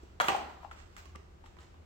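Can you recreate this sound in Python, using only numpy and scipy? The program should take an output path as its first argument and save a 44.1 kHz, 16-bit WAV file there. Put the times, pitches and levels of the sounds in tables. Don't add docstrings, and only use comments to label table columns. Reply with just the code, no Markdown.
import sys
import numpy as np
from scipy import signal
from scipy.fft import rfft, irfft
from scipy.io import wavfile

SR = 44100
rng = np.random.default_rng(int(sys.argv[2]) if len(sys.argv) > 2 else 0)


def transcribe(u):
    v = np.clip(np.atleast_2d(u).T, -1, 1)
    q = np.round(v * 32767).astype(np.int16)
    wavfile.write(sys.argv[1], SR, q)


N = 81585

# start in
# seconds, knock level in dB, knock pitch in Hz, knock fade time in seconds, click level in dB, bright tick
# level in dB, thud level in dB, left minus right in dB. A fade time (t60) is how long a sound takes to drop by
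# 60 dB.
HOOF_STRIKES = [ (0.032, -64, 735, 0.054, -77, -59, -42.5, 0.5),
                (0.2006, -9.5, 880, 0.0031, -13.5, -35, -46, -1.5),
                (0.2077, -11.5, 1344, 0.0074, -41, -29.5, -44, -0.5),
                (0.2138, -29, 980, 0.005, -32, -34, -42, -12),
                (0.243, -32, 1370, 0.023, -30, -55, -39.5, -1),
                (0.2827, -27, 1160, 0.0027, -30, -31, -47, -16.5),
                (0.2847, -15, 1160, 0.0053, -14, -22, -31, -2),
                (0.2898, -15.5, 960, 0.0055, -24, -35, -51, 4.5),
                (.3010, -24, 769, 0.016, -59, -53, -44, -4), (.3078, -26.5, 916, 0.016, -69, -52, -73, 7.5),
                (.3210, -29, 1000, 0.033, -59, -55, -35, -3.5), (.3455, -24, 818, 0.027, -54, -50, -64, 4),
                (.3530, -27, 943, 0.0092, -48, -63, -39, -5), (0.3624, -29, 880, 0.0097, -43, -40, -53, -4),
                (0.631, -41.5, 880, 0.01, -72, -61, -74, 10), (.6450, -39, 830, 0.02, -62, -81, -60, 6),
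                (0.7123, -35.5, 1337, 0.015, -44.5, -50.5, -64, 4),
                (0.7899, -48.5, 1210, 0.0063, -57, -57, -53, 5),
                (.9656, -40.5, 1240, 0.0075, -37.5, -42, -77, -6),
                (1.0560, -48.5, 1110, 0.023, -43, -46.5, -44.5, -6.5),
                (1.1501, -45.5, 1200, 0.015, -68, -65, -61, 10),
                (1.1560, -49, 1180, 0.017, -41, -48, -42.5, -6),
                (1.4388, -52, 900, 0.028, -59.5, -76, -66, 6),
                (1.4588, -54.5, 1280, 0.014, -52, -69, -72, 7),
                (1.5679, -61, 1017, 0.025, -60, -71, -54, -30),
                (1.5872, -46, 1285, 0.013, -45.5, -64, -46, 4.5),
                (1.7426, -48.5, 1070, 0.0088, -55.5, -73, -54, 1)]
# start in seconds, rise in seconds, seconds to fall to about a third,
# level in dB before SCUFF_DB is added, fine grit level in dB, left minus right in dB.
HOOF_SLIDES = [ (-.02, 0.027, 0.094, -62, -12, -4), (.199, 0.0066, 0.0037, -38, -6, 2),
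               (0.223, 0.07, .01, -47.5, -2, -4), (.478, 0.023, 0.09, -60.5, -11, -2.5),
               (.605, .03, 0.012, -58, -9.5, -4), (.712, 0.0021, 0.021, -54, -12, -2),
               (0.754, .04, 0.048, -62.5, -16, -7), (.89, 0.052, 0.028, -62.5, -11, -1.5),
               (.966, 0.014, 0.025, -52, -11.5, 0.5), (1.015, 0.019, 0.012, -65.5, -5.5, -11),
               (1.44, 0.022, 0.025, -61.5, -14, -6.5), (1.585, 0.029, 0.046, -59.5, -14.5, -3)]
# pitch in Hz, relative level in dB, fade time in seconds.
BOARD_NOTES = [(686, -21, 0.34), (798, 7.5, 0.14), (946.6, 0, 0.38), (1059, -2, 0.36), (1078, -9, 0.39),
               (1176, 2, 0.12), (1281, -18, 0.053), (1340, -8.5, 0.24), (1590, -10.5, 0.053),
               (2730, 6.5, 0.056), (2564, -32, 0.049)]
FLOOR_NOTES = [(166, -6.5, 0.024), (242, -8, 0.072), (339.6, -0.5, 0.042), (386.8, -4.5, 0.082)]
# frequency in Hz, relative level in dB.
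CLICK_TONE = [(100, -50), (330, -15), (520, -4.5), (750, 1), (1500, -0.5), (2000, 3.5), (2800, 0),
              (3500, -2), (4200, -8), (5000, -13), (7500, -17.5), (10000, -24), (16000, -27.5)]
TICK_TONE = [(100, -35), (1000, 10), (4000, -1.5), (7000, 2.5), (10500, -6), (14000, -10), (16000, -10)]
SCRAPE_TONE = [(80, -15), (250, -40), (600, 5.5), (1300, 10), (2000, 5), (3200, 0.5), (5000, -2), (7700, 0),
               (9500, -14), (16000, -47)]
GRIT_TONE = [(2000, -29), (7000, 8), (10500, -6.5), (13500, -5), (16000, -8)]
HISS_TONE = [(20, -11), (32, 4), (48, 4.5), (75, -3), (105, -3.5), (180, -10.5), (360, -10.5), (550, -16.5),
             (1200, -22), (2200, -27.5), (4500, -34.5), (7700, -38.5), (9800, -48.5), (15500, -48)]
# frequency in Hz, left-right difference against the shared part in dB.
HISS_WIDTH = [(30, -12), (90, -6.5), (250, -8), (600, 3), (15000, -1.5)]
# pitch in Hz, level in dB.
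HUM_NOTES = [(183, -72.5), (349, -74)]
# frequency in Hz, level in dB, fade time in seconds.
ROOM_REVERB = [(102, -14, 1), (298, 2, 0.81), (774, 3, 0.54), (1300, -4.5, 0.8), (2800, 2.5, 0.47),
               (6530, 2.5, 0.77), (9300, 15, -0.54), (15000, 9, 0.5)]
# left delay in seconds, right delay in seconds.
FIRST_ECHOES = [(.0061, .0064), (.0112, .0094)]

HISS_DB, RUMBLE_DB, RUMBLE_HZ, RUMBLE_SPREAD_HZ = -58, -56.5, 74.6, 14.4
ECHO_DB, ECHO_DULL_ABOVE_HZ = [-12.5, -10], 2500
REVERB_DELAY_S, REVERB_BUILD_S = .003, 0.0014
RIGHT_MIC_LAG_S, ALIKE_BELOW_HZ = .00028, 204
LANDING_DIRECT_DB, WALK_DIRECT_DB, SCUFF_DIRECT_DB = 2, 0.5, -1.5
SCUFF_DB, GRAINS_PER_S = -3.5, 5000
CRUNCH_S, CRUNCH_DB = 0.0012, -3
BOARDS_DB, WOOD_LOW_HZ, WOOD_HIGH_HZ = -33, 555, 2600
THUD_REACH_HZ, THUD_HARDENING = 2660, 0.55
WALK_FROM_S = .55
TAIL = int(.8 * SR)


def undb(db):
    return 10 ** (np.asarray(db) / 20)


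def unit(x):
    return x / np.sqrt(np.mean(x ** 2))


def lookup(table, hz, column=1):
    table = np.array(table, float)
    return np.interp(np.log(np.maximum(hz, 1)), np.log(table[:, 0]), table[:, column])


def freqs():
    return np.arange(N + 1) * SR / (2 * N)


def shape(x, gain):
    return irfft(rfft(x, 2 * N) * gain)[..., :N]


def colour(x, table):
    gain = undb(lookup(table, freqs()))
    cepstrum = irfft(np.log(unit(gain)))
    cepstrum[1:N] *= 2
    cepstrum[N + 1:] = 0
    return shape(x, np.exp(rfft(cepstrum)))


def pulse(table):
    return colour(signal.unit_impulse(N), table)[:1024]


def fade(t60):
    return np.exp(-np.log(1000) * np.arange(TAIL) / SR / max(t60, 1e-4))


def ring(hz, t60):
    return np.sin(2 * np.pi * hz * np.arange(TAIL) / SR) * fade(t60)


def add(out, start_s, x):
    i = int(start_s * SR)
    x, i = x[:, max(-i, 0):], max(i, 0)
    out[:, i:i + x.shape[1]] += x[:, :N - i]


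def background():
    mid, side, low = rng.standard_normal((3, N))
    side = shape(side, undb(lookup(HISS_WIDTH, freqs())))
    hiss = colour(np.array([mid + side, mid - side]), HISS_TONE)
    rumble = shape(low, 1 / (1 + ((freqs() - RUMBLE_HZ) / RUMBLE_SPREAD_HZ) ** 4))
    t = np.arange(N) / SR
    hum = sum(undb(db) * np.sqrt(2) * np.sin(2 * np.pi * hz * t) for hz, db in HUM_NOTES)
    return undb(HISS_DB) * unit(hiss) + undb(RUMBLE_DB) * unit(rumble) + hum


def arrival(left_s, right_s):
    return np.array([signal.unit_impulse(TAIL, int(s * SR)) for s in (left_s, right_s)])


def living_room():
    centres = np.geomspace(70, 18000, 13)
    t = np.arange(TAIL) / SR
    noise = rfft(rng.standard_normal(N), 2 * N)
    build = 1 - np.exp(-np.maximum(t - REVERB_DELAY_S, 0) / REVERB_BUILD_S)
    bands = []
    for hz, this_band in zip(centres, np.eye(len(centres))):
        band = irfft(noise * lookup(np.c_[centres, this_band], freqs()))
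        level = fade(lookup(ROOM_REVERB, hz, column=2)) * build
        level = level / np.linalg.norm(level) * undb(lookup(ROOM_REVERB, hz))
        width = .5 / (1 + (ALIKE_BELOW_HZ / hz) ** 2)
        bands.append((band, level, width))
    direct = arrival(0, RIGHT_MIC_LAG_S)
    echoes = sum(undb(db) * arrival(*delays) for delays, db in zip(FIRST_ECHOES, ECHO_DB))
    echoes = signal.sosfilt(signal.butter(1, ECHO_DULL_ABOVE_HZ, fs=SR, output="sos"), echoes + 1e-18)

    def play(x, pan_db, direct_db):
        i, j = rng.integers(0, N - TAIL, size=2)
        mid = sum(band[i:i + TAIL] * level * np.sqrt(1 - width) for band, level, width in bands)
        side = sum(band[j:j + TAIL] * level * np.sqrt(width) for band, level, width in bands)
        response = undb(direct_db) * (direct + echoes) + np.array([mid + side, mid - side])
        return signal.fftconvolve(x[None], response, axes=1) * undb([[pan_db / 2], [-pan_db / 2]])
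    return play


def scuffs(play):
    out, t = np.zeros((2, N)), np.arange(TAIL) / SR
    scrape, grit = pulse(SCRAPE_TONE), pulse(GRIT_TONE)
    for start, rise, fall, db, grit_db, pan_db in HOOF_SLIDES:
        catches = rng.random(TAIL) < GRAINS_PER_S / SR
        grains = unit(catches * rng.standard_normal(TAIL))
        push = np.clip(t / rise, 0, 1) ** 0.5 * np.exp(-np.maximum(t - rise, 0) / fall)
        slide = signal.fftconvolve(undb(db + SCUFF_DB) * grains * push, scrape + undb(grit_db) * grit)
        add(out, start, play(slide, pan_db, SCUFF_DIRECT_DB))
    return out


def floor_thud(db):
    bass_cut = signal.butter(2, 140, "high", fs=SR, output="sos")
    reach_hz = THUD_REACH_HZ * undb(db) ** THUD_HARDENING
    notes = sum(undb(note_db) * ring(hz, t60) / np.hypot(1, (hz / reach_hz) ** 2)
                for hz, note_db, t60 in FLOOR_NOTES)
    return undb(db) * signal.sosfilt(bass_cut, notes + 1e-18)


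def wood_knock(hz, t60, boards):
    low_cut = signal.butter(3, WOOD_LOW_HZ, "high", fs=SR, output="sos")
    high_cut = signal.butter(1, WOOD_HIGH_HZ, fs=SR, output="sos")
    return signal.sosfilt(np.vstack([low_cut, high_cut]), ring(hz, t60) + boards + 1e-18)


def hoof_click(click, tick):
    t = np.arange(SR // 50) / SR
    crunch = rng.standard_normal((2, len(t))) * np.exp(-t / CRUNCH_S)
    crunch *= undb(CRUNCH_DB) / np.linalg.norm(crunch, axis=1, keepdims=True)
    crunch[:, 0] += 1
    horn = 2 * (np.convolve(crunch[1], tick) - np.convolve(crunch[0], click))
    return np.pad(horn, (0, TAIL - len(horn)))


def hooves(play):
    out = np.zeros((2, N))
    boards = undb(BOARDS_DB) * sum(undb(db) * ring(hz, t60) for hz, db, t60 in BOARD_NOTES)
    click, tick = pulse(CLICK_TONE), pulse(TICK_TONE)
    for start, knock_db, hz, t60, click_db, tick_db, thud_db, pan_db in HOOF_STRIKES:
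        horn = hoof_click(undb(click_db) * click, undb(tick_db) * tick)
        wood = undb(knock_db) * wood_knock(hz, t60, boards)
        direct_db = LANDING_DIRECT_DB if start < WALK_FROM_S else WALK_DIRECT_DB
        add(out, start, play(horn + wood + floor_thud(thud_db), pan_db, direct_db))
    return out


def scene():
    still_room, play = background(), living_room()
    return still_room + hooves(play) + scuffs(play)


def record(dry):
    top_hz = 15850
    return signal.sosfilt(signal.ellip(10, .2, 70, top_hz, fs=SR, output="sos"), dry)


dry = scene()
out = record(dry)
transcribe(out)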